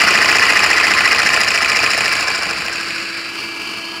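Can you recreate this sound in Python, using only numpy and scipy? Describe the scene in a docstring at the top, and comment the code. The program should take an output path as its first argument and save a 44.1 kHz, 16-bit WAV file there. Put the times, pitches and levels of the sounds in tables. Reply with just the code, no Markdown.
"""In a small room, a toy piston engine of plastic bricks runs on a vacuum cleaner's suction. In each turn,
about 14 a second, loose parts knock in the same order and the engine shakes with low thumps, the piston pings
and air is gulped through the cylinder. The clatter dies down as the hands let go, with two soft bumps. That
leaves the rush of air, thin whistles and the whine of the suction motor."""
import sys
import numpy as np
from scipy import signal
from scipy.fft import rfft, irfft
from scipy.io import wavfile
from scipy.ndimage import uniform_filter1d, minimum_filter1d

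SR = 44100
rng = np.random.default_rng(int(sys.argv[2]) if len(sys.argv) > 2 else 0)


def master(y):
    """Save y as 16-bit WAV."""
    cut = np.clip(np.atleast_2d(y).T, -1, 1)
    pcm = np.round(cut * 32767)  # scale
    wavfile.write(sys.argv[1], SR, pcm.astype(np.int16))


N = 176400
T = np.arange(N) / SR

# How fast the crank turns: (time [s], speed [turns/s])
CRANK_SPEED = [(0.0, 14.319), (0.5, 14.437), (0.95, 14.516), (1.27, 13.801), (1.58, 14.228), (1.75, 13.866),
               (2.0, 13.791), (2.47, 12.99), (2.7, 13.425), (4.0, 13.213)]
# How hard the parts knock: (time [s], gain [dB])
KNOCK_FORCE = [(0, 2), (1.2, 0.5), (1.6, -1.5), (2.0, -2), (2.3, -5.5), (2.6, -10.5), (2.9, -16),
               (3.3, -29), (4, -36)]
# Pitches at which each knock's tone colour is set: (frequency [Hz])
COLOUR_HZ = [700, 1800, 2550, 5000, 7000, 10500]
# One turn's knocks: (place [turns], rattle time [s], low shake [dB], gain at each COLOUR_HZ [dB])
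KNOCKS = [(.015, 0.0026, -6, -3.5, -7, 4, 1.5, -7, -3), (.113, 0.0021, 3, 1.5, -9.5, 5.5, 1, 0, 4.5),
          (.215, 0.0026, 0.5, -6.5, -4, 2, 5, 0.5, 4), (.285, 0.0013, -16, -2, -2, -5.5, 1.5, -0.5, -8),
          (.512, 0.0046, 1, 2, -5, -4, -14, 1.5, 1), (.680, 0.0032, -1, 0.5, 1, -3, 1, -4.5, -1.5),
          (.932, 0.0022, -15, -7.5, -1, -11, -29, -19, -11)]
# Modes of the brick frame, the notes it rings at: (frequency [Hz], width [Hz], gain [dB])
FRAME_MODES = [(462, 54, -7), (720, 300, -6.5), (1062, 51, 1), (1256.4, 49, 0), (1413, 263, -0.5),
               (1900, 466, 0), (2516, 106, -3.5), (2750, 160, -6.5), (4450, 740, -16), (5092, 695, -7),
               (7030, 240, -11.5), (7600, 430, -15.5), (9200, 3900, -24), (13800, 9000, -35)]
# Lighter knocks are brighter: (time [s], boost above BRIGHT_ABOVE_HZ [dB/octave])
BRIGHTNESS = [(0, -1.2), (1.1, -0.5), (1.6, 0), (2.1, 1.06), (2.4, 0.5), (2.8, 2), (4, 6)]
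# How hollow the frame sounds: (time [s], gain below HOLLOW_BELOW_HZ [dB])
HOLLOWNESS = [(0, -2.5), (1.0, -0.5), (2.0, -0.5), (2.4, 3), (2.7, 3), (2.95, -5), (4, -7)]
# Low notes of the engine's shake: (frequency [Hz], width [Hz], gain [dB])
SHAKE_MODES = [(67, 29, -11.5), (110, 13, -13), (207, 92, -21), (281, 45, -22)]
# How strong the low shake is: (time [s], shake gain [dB])
SHAKE_LEVEL = [(0, -2), (1.1, -2), (1.6, 0), (2.2, 0), (2.7, 8), (4, 0)]
# How hard the piston pings: (time [s], gain [dB])
PING_LEVEL = [(0, -7), (1.2, -6.5), (1.8, -6), (2.15, -11), (2.45, -17), (2.95, -17), (3.2, -34), (4, -48)]
# Notes of the piston: (frequency [Hz], time to fade by 60 dB [s], gain [dB])
PING_MODES = [(2510, .026, -1), (2620, .018, -2), (2840, .012, -9), (6880, .016, -13), (7380, .012, -18)]
# How strong the gulps of air are: (time [s], gain [dB])
GULP_LEVEL = [(0, -11), (1.15, -11), (1.45, -17), (2.0, -22), (2.4, -21.5), (2.8, -26), (3.3, -38),
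              (3.45, -47), (4, -33.5)]
# Pitch of the cylinder's hollow spaces: (time [s], frequency [Hz])
GULP_PITCH = [(0, 1862), (1.1, 1906), (1.6, 1884), (2.1, 1793), (2.4, 1536), (3.0, 1556), (3.3, 1497),
              (3.5, 1196), (4, 1140)]
# Notes of those spaces: (frequency [times that pitch], width [times that pitch], gain [dB])
GULP_MODES = [(.66, 0.091, -4.5), (0.861, 0.056, 1.5), (0.998, 0.17, 5), (1.091, 0.023, -18)]
# Soft bumps as the hands let go: (time [s], level [dB])
BUMPS = [(2.465, -27.5), (2.591, -29)]
# Tone colour of air in the engine and in the loosened nozzle: (frequency [Hz], gain [dB])
ENGINE_AIR_COLOUR = [(45, -48), (70, -15), (85, -32), (108, -3), (135, -14), (200, -5.5), (250, -19.5),
                     (285, -5.5), (380, -14), (460, -10.5), (520, -7), (900, -20), (1200, -2.5),
                     (2100, 0.5), (2550, 3), (2950, -8), (3300, -14), (3700, -13), (4300, -3), (4750, -0.5),
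                     (5400, -7), (6200, -34.5), (6900, -13), (8200, -20.5), (10500, -28), (12700, -36.5),
                     (15500, -38)]
NOZZLE_AIR_COLOUR = [(45, -26), (70, -13), (85, -14), (108, -6.5), (135, -15), (215, -3), (250, -7),
                     (285, -3.5), (380, -3.5), (450, -7), (520, -15), (660, -9), (730, -11), (1000, -4.5),
                     (1400, -3.5), (1850, -18), (2100, -7), (2450, -0.5), (2900, 1), (3300, -11.5),
                     (3750, -14), (4150, -15), (4480, -1.5), (4950, -4.5), (5300, -12), (6200, -17.5),
                     (8200, -22), (10500, -24), (12700, -32), (15500, -29)]
# How loud those two streams of air are: (time [s], level [dB])
ENGINE_AIR_LEVEL = [(0, -25.5), (2.2, -22), (2.6, -26), (3.2, -26.5), (3.38, -35.5), (4, -38.5)]
NOZZLE_AIR_LEVEL = [(0, -18), (3.2, -33), (3.38, -28), (3.6, -28), (4, -29.5)]
# Thin whistles at the loosened nozzle: (frequency [Hz], width [Hz], gain [dB])
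WHISTLES = [(3070, 50, 1), (4380, 25, -5), (4290, 36, -3)]
# How the whistles swell: (time [s], gain [dB])
WHISTLE_LEVEL = [(0, -70), (3.25, -58), (3.45, -45), (3.65, -47), (3.8, -37.5), (4, -41)]
# How fast the suction motor spins: (time [s], speed [turns/s])
MOTOR_SPEED = [(0, 334.4), (1.3, 330.4), (1.7, 332.5), (2.2, 332), (2.7, 335.4), (3.25, 333.6),
               (3.6, 333.3), (4, 333.1)]
# The motor's tones: (frequency [times the motor speed])
HARMONICS = [1, 2, 5, 7, 8, 12, 14]
# Each tone's level in four stages: (held [dB], let go [dB], nozzle loose [dB], settling [dB])
HARMONIC_LEVELS = [(-44, -39.5, -39.5, -40), (-40, -51.5, -48.5, -49), (-36.5, -40, -41, -37.5),
                   (-27, -38.5, -31.5, -37), (-44, -38.5, -41, -39), (-40, -42, -49, -58),
                   (-38, -40.5, -42, -41.5)]
# Start and end of each stage in turn: (time [s])
STAGE_TIMES = [0, 2.35, 2.75, 3.25, 3.42, 3.58, 3.85, 4]

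KNOCK_GAIN_DB, KNOCK_SPREAD_DB, MODE_SPREAD_DB, JITTER_S = 24, 1.1, 1.0, .0004
RATTLE_CLICKS_PER_S, RATTLE_SIZE, RUBBING_DB = 8000, 1.8, -18
BRIGHT_ABOVE_HZ, HOLLOW_BELOW_HZ = 2000, 1000
PING_AT_TURN, PING_SPREAD_DB, PING_BOUNCE_S, PING_BOUNCE_DB = .526, 1.0, .0014, -14
GULP_AT_TURN, GULP_WIDTH_TURNS = 0.2, 0.14
AIR_FLUTTER_DB, AIR_FLUTTER_HZ = 1.5, 58.6
WHINE_WAVER_DB, WAVER_HZ, SPEED_WAVER = 1.3, 5.65, 0.001345
ROOM_FADE_S, ROOM_DB, ROOM_DELAY_S = 0.24, -9.5, 0.00208


def clatter(turns):
    """Loose parts knock and rattle; each knock rings the brick frame and the engine shakes low."""
    knocks = np.array(KNOCKS)
    place, rattle_s, thump_db = knocks[:, :3].T
    places = np.arange(np.ceil(turns[-1]))[:, None] + place  # one row for each turn
    times = np.interp(places, turns, T, left=-1, right=2 * T[-1])
    times += JITTER_S * rng.standard_normal(places.shape)
    strength = from_db(KNOCK_GAIN_DB + KNOCK_SPREAD_DB * rng.standard_normal(places.shape))
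    delays, click_sizes = rattle(places.shape, rattle_s)
    force = from_db(in_time(KNOCK_FORCE))
    rubbing = from_db(RUBBING_DB) * rng.standard_normal(N)  # sliding pistons and axles
    frame = 0
    for hz, width_hz, db in FRAME_MODES:
        colour_db = np.array([np.interp(np.log(hz), np.log(COLOUR_HZ), row) for row in knocks[:, 3:]])
        sizes = strength * from_db(colour_db + MODE_SPREAD_DB * rng.standard_normal(places.shape))
        hits = clicks(times[..., None] + delays, sizes[..., None] * click_sizes)
        octaves_up = max(np.log2(hz / BRIGHT_ABOVE_HZ), 0)
        push = force * (hits + rubbing) * from_db(in_time(BRIGHTNESS) * octaves_up)
        gain = from_db(db + in_time(HOLLOWNESS) * (hz < HOLLOW_BELOW_HZ))
        frame += gain * resonate(push, hz, width_hz)
    return frame + low_shake(force * clicks(times, strength * from_db(thump_db)))


def rattle(shape, rattle_s):
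    """A part rattles in a dense, fading burst of small clicks: gives their delays and sizes."""
    gaps = rng.exponential(1, size=shape + (96,)) / RATTLE_CLICKS_PER_S
    delays = np.cumsum(gaps, axis=2) - gaps[..., :1]
    sizes = RATTLE_SIZE * rng.standard_normal(gaps.shape) * np.exp(-delays / rattle_s[:, None])
    sizes[..., 0] = 2  # the first click
    return delays, sizes / np.sqrt(np.sum(sizes ** 2, axis=2, keepdims=True))


def low_shake(hits):
    """The engine shakes with a low boom along with the knocks, stronger at some times than others."""
    push = from_db(in_time(SHAKE_LEVEL)) * hits
    return sum(from_db(db) * resonate(push, hz, width_hz) for hz, width_hz, db in SHAKE_MODES)


def piston_pings(turns):
    """Once a turn the piston hits its stop, bounces lightly and rings."""
    times = np.interp(np.arange(np.floor(turns[-1])) + PING_AT_TURN, turns, T)
    size_chance, delay_chance = rng.standard_normal((len(times), 2)).T
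    sizes = from_db(PING_SPREAD_DB * size_chance)
    bounce_times = times + PING_BOUNCE_S * from_db(2 * delay_chance)
    hits = clicks(times, sizes) + clicks(bounce_times, sizes * from_db(PING_BOUNCE_DB))
    hits *= from_db(in_time(PING_LEVEL))
    ringing = sum(from_db(db) * ring(hits, hz, fade_s) for hz, fade_s, db in PING_MODES)
    return cut_bass(ringing, hz=1170)  # so small a part gives off no bass


def air_gulps(turns):
    """The valve opens once a turn and air rings the cylinder; the pitch sinks as the engine weakens."""
    pitch = in_time(GULP_PITCH)
    top_hz = pitch.max()
    air = rng.standard_normal(N)
    ringing = sum(from_db(db) * resonate(air, ratio * top_hz, width * top_hz)
                  for ratio, width, db in GULP_MODES)
    gliding = np.interp(np.cumsum(pitch / top_hz), np.arange(N), ringing)  # slower sounds lower
    turns_from_open = (turns - GULP_AT_TURN + .5) % 1 - .5
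    valve = np.exp(-.5 * (turns_from_open / GULP_WIDTH_TURNS) ** 2)
    return .5 * from_db(in_time(GULP_LEVEL)) * unit_level(gliding * valve)


def tyre_bumps():
    """The frame settles on its rubber tyres with dull, short bumps."""
    times, db = np.transpose(BUMPS)
    return ring(clicks(times, from_db(db)), hz=184, fade_s=0.12)


def airflow():
    """Swirling air rushes, changing colour and whistling thinly as the nozzle comes loose."""
    hiss = rng.standard_normal(N)
    whistles = sum(from_db(db) * unit_level(resonate(hiss, hz, width)) for hz, width, db in WHISTLES)
    engine = from_db(in_time(ENGINE_AIR_LEVEL)) * noise(ENGINE_AIR_COLOUR)
    nozzle = from_db(in_time(NOZZLE_AIR_LEVEL)) * noise(NOZZLE_AIR_COLOUR)
    flutter = from_db(AIR_FLUTTER_DB * drift(AIR_FLUTTER_HZ))
    return (engine + nozzle) * flutter + from_db(in_time(WHISTLE_LEVEL)) * whistles


def suction_motor():
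    """The motor hums and whines at multiples of its speed, each tone wavering in level."""
    speed = in_time(MOTOR_SPEED) * (1 + SPEED_WAVER * drift(WAVER_HZ))
    angle = 2 * np.pi * np.cumsum(speed) / SR
    whine = 0
    for multiple, levels in zip(HARMONICS, HARMONIC_LEVELS):
        db = np.interp(T, STAGE_TIMES, np.repeat(levels, 2)) + WHINE_WAVER_DB * drift(WAVER_HZ)
        whine += np.sqrt(2) * from_db(db) * np.sin(multiple * angle + rng.uniform(0, 2 * np.pi))
    return whine


def room(x):
    """The table and near walls add many echoes that die quickly."""
    t = T[:SR // 2]
    echoes = rng.standard_normal(len(t)) * from_db(-60 * t / ROOM_FADE_S) * (t > ROOM_DELAY_S)
    echoes /= np.sqrt(np.sum(echoes ** 2))
    return x + from_db(ROOM_DB) * signal.fftconvolve(x, echoes)[:N]


def from_db(db):
    """Turn decibels into a number to multiply by."""
    return 10 ** (np.asarray(db) / 20)


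def unit_level(x):
    """Scale a sound to an average power of 1."""
    return x / np.sqrt(np.mean(x ** 2) + 1e-20)


def in_time(rows):
    """Join (time, value) rows by straight lines."""
    return np.interp(T, *np.transpose(rows))


def drift(hz):
    """A random wobble of about size 1, mostly slower than hz."""
    f = np.arange(N // 2 + 1) * SR / N
    return unit_level(irfft(rfft(rng.standard_normal(N)) / (1 + (f / hz) ** 2), N))


def noise(colour):
    """Steady noise with the given tone colour."""
    f = np.arange(N // 2 + 1) * SR / N + 1e-3
    hz, db = np.transpose(colour)
    bass_fade = np.minimum(f / hz[0], 1) ** 2
    gain = from_db(np.interp(np.log(f), np.log(hz), db)) * bass_fade
    return unit_level(irfft(rfft(rng.standard_normal(N)) * gain, N))


def clicks(times, sizes):
    """One-sample clicks at the given times."""
    at = np.round(np.ravel(times) * SR).astype(int)
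    inside = (at >= 0) & (at < N)
    return np.bincount(at[inside], np.ravel(sizes)[inside], N)


def resonate(x, hz, width_hz):
    """Keep the band around hz, as a ringing object does."""
    edges = np.clip([hz - width_hz / 2, hz + width_hz / 2], 10, .45 * SR)
    return signal.sosfilt(signal.butter(2, edges, "band", fs=SR, output="sos"), x + 1e-18)


def ring(x, hz, fade_s):
    """Each click starts a pure tone that falls 60 dB in fade_s."""
    decay, step = from_db(-60 / (fade_s * SR)), 2 * np.pi * hz / SR
    return signal.lfilter([0, np.sin(step)], [1, -2 * decay * np.cos(step), decay ** 2], x + 1e-18)


def cut_bass(x, hz):
    """Weaken the sound below hz."""
    return signal.sosfilt(signal.butter(2, hz, "high", fs=SR, output="sos"), x)


def scene():
    """The crank times the knocks, pings and gulps over the steady suction."""
    turns = np.cumsum(in_time(CRANK_SPEED)) / SR
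    engine = clatter(turns) + piston_pings(turns) + air_gulps(turns)
    return (room(engine) + tyre_bumps() + airflow() + suction_motor())[None]


def record(dry):
    """The microphone drops deep bass, a fast limiter turns peaks down and the top treble is cut."""
    ceiling, span, top_hz = .92, int(.003 * SR), 15600
    thin = cut_bass(dry, hz=49.4)
    needed_gain = ceiling / np.maximum(np.abs(thin), ceiling)
    smooth_gain = uniform_filter1d(minimum_filter1d(needed_gain, span), span)
    return signal.sosfilt(signal.ellip(12, .1, 80, top_hz, fs=SR, output="sos"), thin * smooth_gain)


dry = scene()
out = record(dry)
master(out)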